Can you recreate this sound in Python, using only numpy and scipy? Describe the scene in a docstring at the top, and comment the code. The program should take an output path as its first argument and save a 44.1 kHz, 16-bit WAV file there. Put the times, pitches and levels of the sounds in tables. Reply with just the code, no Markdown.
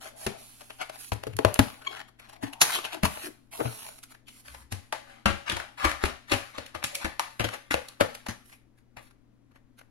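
"""Plastic video cases, then a cassette, are slid, snapped open and set down on a counter in a small room.
Each knock is a contact with a short chatter of loose plastic, a boom of the shell and a counter thump.
Between knocks, fingers tap and covers scrape, hiss, groan and squeak by friction and stick-slip.
A phone with two unlike microphone ports stands close by, over faint house rumble and mains hum."""
import sys
import numpy as np
from scipy import signal
from scipy.fft import rfft, irfft
from scipy.io import wavfile
from scipy.ndimage import uniform_filter1d

SR = 44100
rng = np.random.default_rng(int(sys.argv[2]) if len(sys.argv) > 2 else 0)


def output_pcm(signal):
    """Save a mono or channel-first signal as 16-bit PCM at the path in sys.argv[1].

    Samples are clipped to [-1, 1] before scaling.
    """
    pcm = np.clip(np.atleast_2d(signal).T, -1, 1) * 32767
    wavfile.write(sys.argv[1], SR, np.round(pcm).astype(np.int16))


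N = 436590
TIME, FREQS = np.arange(N) / SR, np.fft.rfftfreq(N, 1 / SR)

# Blows on a case. Each row: time in s, strength in dB, brightness in dB, ring in Hz, ring over clack
# in dB, second ring in Hz, run-in in s, chatter decay in s, counter thump in dB, thump in Hz,
# case boom in dB, boom in Hz.
KNOCKS = [(0.2663, -33.5, -3, 380, 13, 730, 0.0011, 0.005, -31, 125, -23.5, 226),
          (1.12, -35, -8.5, 430, 1, 920, 0.00067, 0.0053, -24, 113, -28.5, 200),
          (1.2688, -48.5, -4, 438, 23, 1230, 0.0005, 0.0066, -40, 104, -30, 307),
          (1.3894, -35, -9.5, 436, 15.5, 844, 0.00081, 0.0031, -41, 113, -21.5, 280),
          (1.449, -25, -11.5, 590, 6, 1030, 0.0002, 0.0032, -15.5, 105, -27, 284),
          (1.592, -22, -6.5, 193.5, 8, 860, 0.00051, 0.0035, -15, 111, -7.5, 275),
          (2.435, -42, -5, 900, 6, 1800, 0.0065, 0.011, -37, 119, -20.5, 282),
          (2.617, -19, 0.5, 1750, -30, 6360, 0.0033, 0.0091, -34, 157, -43, 350),
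          (3.0344, -31, -5, 640, 5.5, 2360, 0.0023, 0.0069, -19, 81, -15.5, 206),
          (3.0527, -32, 0.5, 1004, 16, 2480, 0.0047, 0.0067, -34, 117, -28.5, 272),
          (3.6072, -40.5, -18, 403, 12, 1190, 0.0061, 0.0073, -38, 128, -19.5, 338),
          (3.655, -44, -15.5, 748, -3, 2600, 0.0041, 0.014, -24, 119, -33, 355),
          (4.725, -41.5, 2, 788, 8.5, 430, 0.004, 0.0038, -25, 88.2, -52, 204),
          (4.926, -35, -6, 635, -2.5, 876, 0.00069, 0.0031, -55.5, 121, -43, 304),
          (5.2581, -27.5, -7.5, 1450, 5.5, 2740, 0.0005, 0.0066, -22, 89, -18, 212),
          (5.302, -42.5, -5.5, 1100, 6, 1390, .0003, 0.0068, -28, 91, -33.5, 342),
          (5.4974, -38.5, -1.5, 3130, 9.5, 535, 0.00089, 0.0041, -38, 109, -53, 337),
          (5.524, -45.5, 2.5, 825, 12, 3100, 0.0056, 0.0034, -29, 78, -32.5, 346),
          (5.8514, -29.5, -5, 1210, 11, 2088, 0.0061, 0.0049, -22, 70, -24.5, 323),
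          (6.039, -32, -7.5, 372, 8, 1320, 0.0014, 0.0013, -23.5, 69, -26.5, 262),
          (6.3195, -27.5, -5.5, 340, 6.5, 2530, 0.0036, 0.0095, -31, 89, -30.5, 323),
          (6.3374, -37.5, -1.5, 760, 12, 2820, 0.0024, 0.0023, -26.5, 89, -25.5, 256),
          (6.583, -42.5, -6.5, 600, 3.5, 4270, 0.003, 0.0042, -42, 79.5, -36, 281),
          (6.751, -41.5, -7.5, 595, -5, 1215, 0.0031, 0.0079, -39, 82, -54, 304),
          (6.8406, -34, 1.5, 2604, -6, 7350, 0.0015, 0.0056, -38.5, 122, -39, 307),
          (7.0457, -34.5, -6, 666, -2, 1709, 0.00066, 0.013, -27, 72, -27, 323),
          (7.1957, -31.5, -3, 960, 5.5, 1140, .0004, 0.0039, -60, 80, -62, 355),
          (7.397, -31.5, -8.5, 546, -23, 2820, 0.0015, 0.013, -23.5, 106, -41, 175),
          (7.443, -33.5, -6.5, 510, 4.5, 3233, 0.0018, 0.01, -27.5, 110, -29.5, 258),
          (7.7085, -36, -3.5, 2028, 9.5, 567, 0.00047, 0.014, -39, 79.4, -27, 273),
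          (7.7419, -31.5, -8.5, 536, 10.5, 2580, 0.00022, 0.0021, -31.5, 72.6, -48, 340),
          (8.009, -27, -7.5, 548, 12, 1300, 0.0026, 0.0078, -29, 96, -16, 238),
          (8.2865, -39, -5, 1724, -12, 6100, 0.0022, 0.02, -34, 108, -24.5, 228),
          (8.9692, -50, -8.5, 877, -2, 2370, 0.0025, 0.02, -47.5, 114, -46, 335)]


def amp(db):
    """Decibels to gain."""
    return 10 ** (np.asarray(db) / 20)


def unit(x):
    """Scale to rms 1."""
    return x / np.sqrt(np.mean(x ** 2) + 1e-20)


def wander(shape, size):
    """Noise smoothed over size points, rms 1."""
    return unit(uniform_filter1d(rng.standard_normal(shape), size))


def at_hz(table, hz):
    """Read (Hz, value) rows on a log-frequency axis."""
    f, value = np.transpose(table)
    return np.interp(np.log(hz + 1), np.log(f + 1), value)


def add(mix, start_s, sound):
    """Mix a sound in at start_s."""
    part = mix[max(round(start_s * SR), 0):][:len(sound)]
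    part += sound[:len(part)]


def causal(db):
    """Minimum-phase impulse response of a gain curve on even frequency steps."""
    log_gain = np.log(amp(np.maximum(np.r_[db, db[-2:0:-1]], -100)))
    return np.fft.ifft(np.exp(np.conj(signal.hilbert(log_gain)))).real[:len(db)]


def coloured(x, spectrum):
    """Filter by (Hz, dB) rows; rms 1."""
    return unit(irfft(rfft(x) * amp(at_hz(spectrum, FREQS)), N))


def resonate(x, hz, width_hz):
    """One resonance of gain 1."""
    r = np.exp(-np.pi * width_hz / SR)
    return 2 * signal.lfilter([1 - r], [1, -r * np.exp(2j * np.pi * hz / SR)], x + 1e-18).real


def evened(x, bins):
    """Level the broad humps of a burst's spectrum, keeping its timing; energy 1."""
    power = uniform_filter1d(abs(rfft(x, 8192)) ** 2, bins)
    y = signal.fftconvolve(x, causal(-10 * np.log10(power + 1e-9)))[:len(x)]
    return y / np.linalg.norm(y)


def rubbing(attack_s=0.029, release_s=0.01, skid_rise_s=0.01, skid_decay_s=0.099,
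            skid_scrape_db=-16.5, skid_hiss_db=-14.5):
    """Scrape and hiss envelopes: strokes swell or ease; after each knock the case skids to rest."""
    # Pushes over plastic or counter. Each row: start in s, length in s, scrape, hiss and swell in dB.
    strokes = [(0, 0.088, -44.5, -45.5, -5), (0.15, 0.1, -54.5, -44.5, 12), (0.367, 0.51, -67, -53.5, -12),
               (0.782, 0.042, -37, -74, 10), (0.907, 0.055, -46.5, -51.5, 6),
               (0.971, 0.12, -56.5, -42, -4.5), (1.836, 0.17, -43, -64, 5.5), (2.195, 0.17, -55, -72.5, -5),
               (2.458, 0.02, -39, -59.5, 2), (2.622, 0.14, -36, -42, 6.5), (2.781, 0.19, -47, -81.5, 12),
               (3.101, 0.17, -46.5, -47, 14.5), (3.508, 0.38, -47, -43.5, -0.5),
               (3.883, 0.11, -60.5, -53.5, -3), (4.077, 0.042, -57, -57, 13), (4.277, 0.13, -67.5, -54, 5),
               (4.436, 0.19, -57, -52.5, -7), (5.067, 0.16, -59, -70, -15), (5.455, 0.06, -32, -62.5, 4.5),
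               (5.769, 0.12, -36, -48, 1), (5.981, 0.049, -45, -62, 16), (6.271, 0.068, -35.5, -46.5, 16),
               (6.532, 0.17, -49.5, -86.5, -18), (6.993, 0.035, -37.5, -49, 6),
               (7.703, 0.039, -30, -39.5, -4.5), (8.437, 0.12, -89, -61, -2), (9, 0.082, -63.5, -63, -10)]
    t, scrape, hiss = np.arange(SR) / SR, np.zeros(N), np.zeros(N)
    for start_s, length_s, scrape_db, hiss_db, swell_db in strokes:
        push = np.minimum(t / attack_s, 1) * np.exp(-np.maximum(t - length_s, 0) / release_s)
        push *= amp(swell_db * (np.minimum(t / length_s, 1) - .5))
        add(scrape, start_s, amp(scrape_db) * push)
        add(hiss, start_s, amp(hiss_db) * push)
    skid = np.minimum(t / skid_rise_s, 1) * np.exp(-t / skid_decay_s)
    for start_s, db, bright_db, *_ in KNOCKS:
        add(scrape, start_s, amp(db + skid_scrape_db) * skid)
        add(hiss, start_s, amp(db + bright_db + skid_hiss_db) * skid)
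    return scrape, hiss


def slides(scrape_db=-5, hiss_db=-7.5, snag_db=-8.5,
           slips_per_s=1000, slip_spread_db=2, patchy_db=3, judder_db=2):
    """Surface grain slips over a smooth hiss; resonances come and go and hand pressure judders."""
    # Friction spectra. Each row: frequency in Hz, density in dB.
    scrape_spectrum = [(60, -14.5), (350, -6.5), (700, 5.5), (1400, 1), (2600, -4), (4500, -7),
                       (8000, -29.5), (16000, -29.5)]
    hiss_spectrum = [(500, -51), (2500, -5), (4500, 0), (8000, -7), (11000, 5), (16000, -8.5)]
    scrape, hiss = rubbing()
    slips = rng.standard_normal(N) * amp(slip_spread_db * np.minimum(rng.exponential(1, N), 4))
    slips *= rng.random(N) < slips_per_s / SR
    z = signal.stft(unit(slips) + rng.standard_normal(N), SR, nperseg=512)[2]
    patches = uniform_filter1d(rng.standard_normal(z.shape), size=4, axis=0)
    patches = unit(uniform_filter1d(patches, size=9, axis=1))
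    judder = wander(z.shape[1], size=2)
    grain = signal.istft(z * amp(patchy_db * patches + judder_db * judder), SR)[1][:N]
    rough = coloured(grain, scrape_spectrum) + amp(snag_db) * snags()
    smooth = coloured(.5 * unit(grain) + rng.standard_normal(N), hiss_spectrum)
    return rough * scrape * amp(scrape_db) + smooth * hiss * amp(hiss_db)


def snags(per_s=220, spread_db=2.5, q=7):
    """An edge catches and lets go, ringing one spot of the plastic for an instant."""
    out, spots_hz = np.zeros(N), np.geomspace(1100, 3800, 9)
    count = int(per_s * N / SR / len(spots_hz))
    for hz in spots_hz:
        catches = np.zeros(N)
        sizes = amp(spread_db * np.minimum(rng.exponential(1, count), 3))
        catches[rng.integers(0, N, count)] = sizes
        out += resonate(catches, hz, hz / q) / hz
    return unit(out)


def groans(q=3.7, drift=.07):
    """Slow stick-slip excites one broad bending resonance, which wanders as the grip changes."""
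    # Dragged covers. Each row: start in s, length in s, resonance in Hz, level in dB.
    drags = [(0, 0.52, 710, -55), (1.241, 0.18, 104, -43), (1.85, 0.12, 410, -56.5),
             (2.261, 0.63, 766, -58), (2.753, 0.059, 357, -47), (2.902, 0.13, 302, -50),
             (3.218, 0.11, 353, -45.5), (4.4, 0.32, 60, -58), (5.787, 0.078, 1215, -40.5),
             (6.868, 0.17, 590, -53.5)]
    out = np.zeros(N)
    for start_s, length_s, hz, db in drags:
        friction = rng.standard_normal(SR)
        tone = resonate(resonate(friction, hz, hz / q), hz, hz / q)
        speed = 1 + drift * wander(SR, size=3000)
        tone = np.interp(SR / 10 + np.cumsum(speed[:int(length_s * SR)]), np.arange(SR), tone)
        add(out, start_s, amp(db) * unit(tone * np.hanning(len(tone))))
    return out


def contact(run_in_s, chatter_s, firm_s=0.0047, grain_db=4):
    """Force of one blow: edges graze, meet 1/32 s in, then chatter and settle."""
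    t = np.arange(-SR // 32, 3 * SR // 32) / SR
    noise = rng.standard_normal(len(t))
    bounces = wander(len(t), size=30)  # clumps under 1 ms
    envelope = np.exp(np.where(t < 0, t / run_in_s, -t / chatter_s))
    rattle = noise * amp(grain_db * np.clip(bounces, -2, 2)) * envelope
    touch_share = np.exp(-(chatter_s + 2 * run_in_s) / firm_s)  # firm blow: energy in one touch
    force = np.sqrt(1 - touch_share) * rattle / np.linalg.norm(rattle)
    force[SR // 32] += np.sqrt(touch_share)
    return evened(force, bins=32)


def clack(db, bright_db, bass_db, run_in_s, chatter_s,
          gain_db=40, bass_hz=117.3, body_hz=627, tick_hz=8100):
    """One blow on a plastic shell; brightness tips it from hollow body towards tick."""
    # Contact colour. Each row: frequency in Hz, gain in dB.
    contact_spectrum = [(20, -21.5), (60, -1.5), (130, -4), (330, -5.5), (600, -3), (1200, -4),
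                        (2500, -1.5), (4500, 1), (8000, -8.5), (11000, 0.5), (16000, -13)]
    hz = np.fft.rfftfreq(2048, 1 / SR)
    pink_db = -10 * np.log10(np.clip(hz, 200, 8500) / 1000)
    tilt_db = at_hz([(bass_hz, bass_db), (body_hz, db - bright_db), (tick_hz, db + bright_db)], hz)
    response = causal(gain_db + pink_db + tilt_db + at_hz(contact_spectrum, hz))
    return signal.fftconvolve(contact(run_in_s, chatter_s), response)


def knocks(bass_db=-4, ring_q=5, second_db=2, second_q=8, tap_bass_db=-19, tap_ring_db=5, tap_q=6,
           counter_hz=113, counter_width_hz=33, counter_db=-8.5):
    """Knocks and taps clack and ring the struck spot; knocks also boom the case and thump the counter."""
    # Light touches of fingers and loose edges.
    # Each row: time in s, strength in dB, brightness in dB, ring in Hz, chatter decay in s.
    taps = [(0.057, -62, -26, 1490, 0.009), (0.614, -50.5, -3, 686, 0.006),
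            (0.7052, -48.5, -8, 2830, 0.0035), (0.8171, -41, -5.5, 1410, 0.0051),
            (0.898, -45, -6, 660, 0.0029), (1.135, -54, 10, 622, 0.0026), (1.237, -43, -8, 553, 0.0021),
            (1.3357, -57.5, -6, 2610, 0.0031), (1.3682, -49.5, 7, 440, 0.0012),
            (1.5428, -49.5, 16.5, 1076, 0.0011), (1.559, -43, -9, 3030, 0.0048),
            (1.822, -54.5, -7.5, 1470, 0.0063), (1.93, -51.5, -12, 1530, 0.007),
            (2.087, -61.5, -4, 1200, 0.0047), (2.199, -55.5, -4, 2180, 0.0049),
            (2.297, -55, -3, 800, 0.0044), (2.335, -55, -3.5, 830, 0.0048), (2.365, -62, -7, 2260, .002),
            (2.5346, -48.5, -2, 2800, 0.0037), (2.751, -33, 0, 3400, 0.019), (2.79, -40, -7, 1170, 0.0046),
            (2.852, -37.5, -5, 3040, 0.0071), (2.933, -42.5, -5, 3130, 0.0067),
            (2.947, -42, -5.5, 625, 0.0029), (3.173, -50, -15.5, 2480, 0.0045),
            (4.037, -53.5, 5.5, 1410, 0.0055), (4.149, -59, -5, 1700, 0.0033), (4.286, -55, 2, 2960, 0.007),
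            (4.483, -54, -2, 1570, .003), (4.548, -51, -3.5, 940, 0.0043), (5.569, -39, -4.5, 940, 0.0042),
            (5.601, -42.5, -8, 1500, 0.0024), (5.897, -45, 1, 1188, 0.0021),
            (5.916, -40.5, -3, 1720, 0.0016), (6.031, -53, 3, 1300, .002), (6.057, -37, -2, 2610, 0.0037),
            (6.664, -55.5, 3.5, 2640, 0.0025), (6.828, -47.5, -10, 2390, 0.0024),
            (6.9534, -40.5, 8, 2330, 0.0034), (7.489, -43.5, -5, 1330, 0.0018),
            (7.5421, -39, -6, 504, 0.01), (7.887, -56, 8.5, 4030, 0.002), (8.152, -46.5, 1, 545, 0.0039),
            (8.2677, -43.5, -6.5, 830, 0.0028), (8.499, -65, -2, 1754, .004),
            (8.5302, -57, -2.5, 2300, 0.0084), (8.787, -73, 0, 1686, 0.01), (9.111, -68, -4, 1474, 0.0041),
            (9.519, -73.5, -8.5, 1318, 0.0052), (9.561, -64.5, -9, 1810, 0.0086),
            (9.792, -59, -1, 1516, 0.0062), (9.814, -62, -11, 1530, 0.0019)]
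    shell, notes, counter = np.zeros((3, N))
    lead_s = 1 / 32  # clack start to main touch
    for (at_s, db, bright_db, ring_hz, ring_db, second_hz, run_in_s, chatter_s,
         thump_db, thump_hz, boom_db, boom_hz) in KNOCKS:
        blow = clack(db, bright_db, thump_db + bass_db, run_in_s, chatter_s)
        add(shell, at_s - lead_s, blow)
        add(notes, at_s - lead_s, amp(ring_db) * resonate(blow, ring_hz, ring_hz / ring_q))
        add(notes, at_s - lead_s, amp(second_db) * resonate(blow, second_hz, second_hz / second_q))
        add(notes, at_s, swing(boom_db, boom_hz, rise_s=0.00082, decay_s=0.0105))
        thump = swing(thump_db, thump_hz, rise_s=0.0025, decay_s=0.015)
        add(counter, at_s + run_in_s, thump)  # a slow landing loads the counter later
    for at_s, db, bright_db, ring_hz, chatter_s in taps:
        blow = clack(db, bright_db, db + tap_bass_db, run_in_s=chatter_s, chatter_s=chatter_s)
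        add(shell, at_s - lead_s, blow)
        add(notes, at_s - lead_s, amp(tap_ring_db) * resonate(blow, ring_hz, ring_hz / tap_q))
    counter_ring = amp(counter_db) * resonate(counter, counter_hz, counter_width_hz)
    return shell, notes + counter + counter_ring


def swing(db, hz, rise_s, decay_s):
    """The counter or the whole case swings a few times under a blow."""
    t = np.arange(SR // 6) / SR
    return amp(db) * np.sin(2 * np.pi * hz * t) * np.exp(-t / decay_s) * (1 - np.exp(-t / rise_s))


def squeaks(jitter=.025):
    """Brief rough whistles as a cover sticks and lets go."""
    # Sticking covers. Each row: peak time in s, rise and decay time in s, pitch ratio, level in dB.
    sticks = [(0.819, 0.0032, .655, -12.5), (1.874, 0.0027, 0.98, 0.5)]
    # Squeak partials. Each row: frequency in Hz at pitch ratio 1, level in dB.
    partials = [(1098, -29), (2283, -31), (3311, -30), (4400, -41), (6750, -51)]
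    t, out = np.arange(-SR // 20, SR // 20) / SR, np.zeros(N)
    for peak_s, width_s, pitch, level_db in sticks:
        clock_s = pitch * np.cumsum(1 + jitter * wander(len(t), size=40)) / SR
        tone = sum(amp(db + level_db) * np.sin(2 * np.pi * hz * clock_s) for hz, db in partials)
        add(out, peak_s + t[0], tone / np.cosh(t / width_s))
    return out


def body(drive, modes, gaps):
    """A hollow shell rings at its modes and hardly radiates in its gaps."""
    plain = drive
    for hz, width_hz in gaps:
        plain = plain - resonate(plain, hz, width_hz)
    return plain + sum(amp(db) * resonate(drive, hz, width_hz) for hz, width_hz, db in modes)


def radiate(x, lag_s=0.00066, scatter_rad=1.9, lobes_db=1.1, beaming_hz=900):
    """Panels beam treble in lobes that shift as the case turns; the left port is farther away."""
    hz, _, z = signal.stft(x, SR, nperseg=512)
    lobes = rng.standard_normal((3, *z.shape))
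    for _ in range(2):
        lobes = uniform_filter1d(uniform_filter1d(lobes, size=9, axis=1), size=14, axis=2)
    left, right, twist = unit(lobes) * (hz / (hz + beaming_hz))[:, None]
    left_path = np.exp(-1j * (2 * np.pi * hz[:, None] * lag_s + scatter_rad * twist))
    ports = np.array([z * left_path * amp(lobes_db * left), z * amp(lobes_db * right)])
    return signal.istft(ports, SR)[1][:, :N]


def room_tail(first_s=.002, nearby_decay_s=0.06, echoes_per_s=4000):
    """Stacked cases and the wall reflect first, then the room, each band dying at its own rate."""
    # Room decay. Each row: frequency in Hz, T60 in s.
    t60 = [(100, 0.28), (260, 0.27), (700, 0.34), (1800, 0.42), (5000, 0.45), (13000, 0.25)]
    t = np.arange(SR * 3 // 5) / SR
    echoes = rng.choice([-1., 1.], len(t)) * (rng.random(len(t)) < echoes_per_s / SR) * (t > first_s)
    echoes *= 1 + np.exp(-t / nearby_decay_s)
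    hz, age_s, z = signal.stft(echoes, SR, nperseg=256)
    decay = 1000. ** (-age_s / at_hz(t60, hz)[:, None])
    return evened(signal.istft(z * decay, SR, nperseg=256)[1], bins=14)


def room(x):
    """Echo paths change as the hands move, and differ at each port."""
    hop, out = SR // 2, np.zeros((2, N))
    for centre in range(0, N + hop, hop):
        span = np.arange(max(centre - hop, 0), min(centre + hop, N))
        part = x[span] * np.cos(np.pi / 2 * (span - centre) / hop)  # equal-power crossfade
        for port in out:
            add(port, span[0] / SR, signal.fftconvolve(part, room_tail()))
    return out


def background(air_db=-63, hum_db=-65, hum_hz=120):
    """Low house rumble and faint mains hum."""
    # Rumble spectrum. Each row: frequency in Hz, density in dB.
    rumble = [(20, -1), (40, -4), (80, -9.5), (165, -13.5), (250, 1.5), (400, -15), (1000, -26),
              (2500, -37.5), (5000, -41.5), (8000, -51.5), (12000, -45.5)]
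    shared = rng.standard_normal(N)
    air = np.array([coloured(shared + 1.3 * rng.standard_normal(N), rumble) for _ in range(2)])
    return amp(air_db) * air + amp(hum_db) * np.sin(2 * np.pi * hum_hz * TIME)


def scene(swap_s=4.3, body_db=-2, top_hz=11000, top_loss_db_per_db=1.2, neutral_wet_db=-4.5):
    """Knocks and scrapes ring the soft case, then the stiffer cassette; farther off, duller and wetter."""
    # Shell modes. Each row: frequency in Hz, width in Hz, level over the plain contact in dB.
    case_modes = [(290, 6.7, 0), (348, 39, -4), (434, 14, -1), (650, 22, -1), (806, 130, -4),
                  (2550, 190, -13.5)]
    cassette_modes = [(228.4, 13, -6), (335, 64, -3.5), (561.6, 5.9, 5.5), (815, 69, -1.5),
                      (1190, 77, -1.5), (1403, 26, -13), (1570, 98, -9), (1760, 150, -4), (2035, 170, -4),
                      (2430, 990, -24.5)]
    # Radiation gaps. 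Each row: frequency in Hz, width in Hz.
    case_gaps = [(535, 56)]
    cassette_gaps = [(158, 36), (425, 62)]
    # Room share, rising with hand distance. Each row: time in s, reverberation in dB.
    wet = [(0, -5.5), (1.5, -10.5), (4, -9), (5.3, -1.5), (9.9, -12)]
    shell, notes = knocks()
    drive = shell + slides()
    case = body(drive * (TIME < swap_s), case_modes, case_gaps)
    cassette = body(drive * (TIME >= swap_s), cassette_modes, cassette_gaps)
    near = amp(body_db) * (case + cassette) + notes + groans() + squeaks()
    wet_db = np.interp(TIME, *np.transpose(wet))
    top = irfft(rfft(near) * (1 - 1 / (1 + (FREQS / top_hz) ** 8)), N)
    near += top * (amp(top_loss_db_per_db * (neutral_wet_db - wet_db)) - 1)
    return radiate(near) + room(near * amp(wet_db)) + background()


def record(dry, ceiling=.92, edge_hz=16000):
    """Left port full and dull, right thin with a treble resonance; soft clipping, then a band limit."""
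    # Port responses. Each row: frequency in Hz, left gain in dB, right gain in dB.
    ports = [(50.24, 6, -4), (217, 1.5, -5), (735, 3.5, -6), (2310, 8, 1), (4900, 4, 2.5), (6800, 7.5, 9.5),
             (9100, 7, 8), (10470, -20.5, 10), (13900, -30, -2.5), (16000, -37, 0)]
    port_hz, *gains_db = np.transpose(ports)
    hz = np.fft.rfftfreq(2048, 1 / SR)
    responses = np.array([causal(at_hz(np.c_[port_hz, db], hz)) for db in gains_db])
    heard = signal.oaconvolve(dry, responses, axes=1)[:, :N]
    clipped = heard / (1 + (heard / ceiling) ** 6) ** (1 / 6)
    lowpass = signal.firwin(301, edge_hz, window=("kaiser", 9), fs=SR)
    return signal.oaconvolve(clipped, lowpass[None], "same")


dry = scene()
out = record(dry)
output_pcm(out)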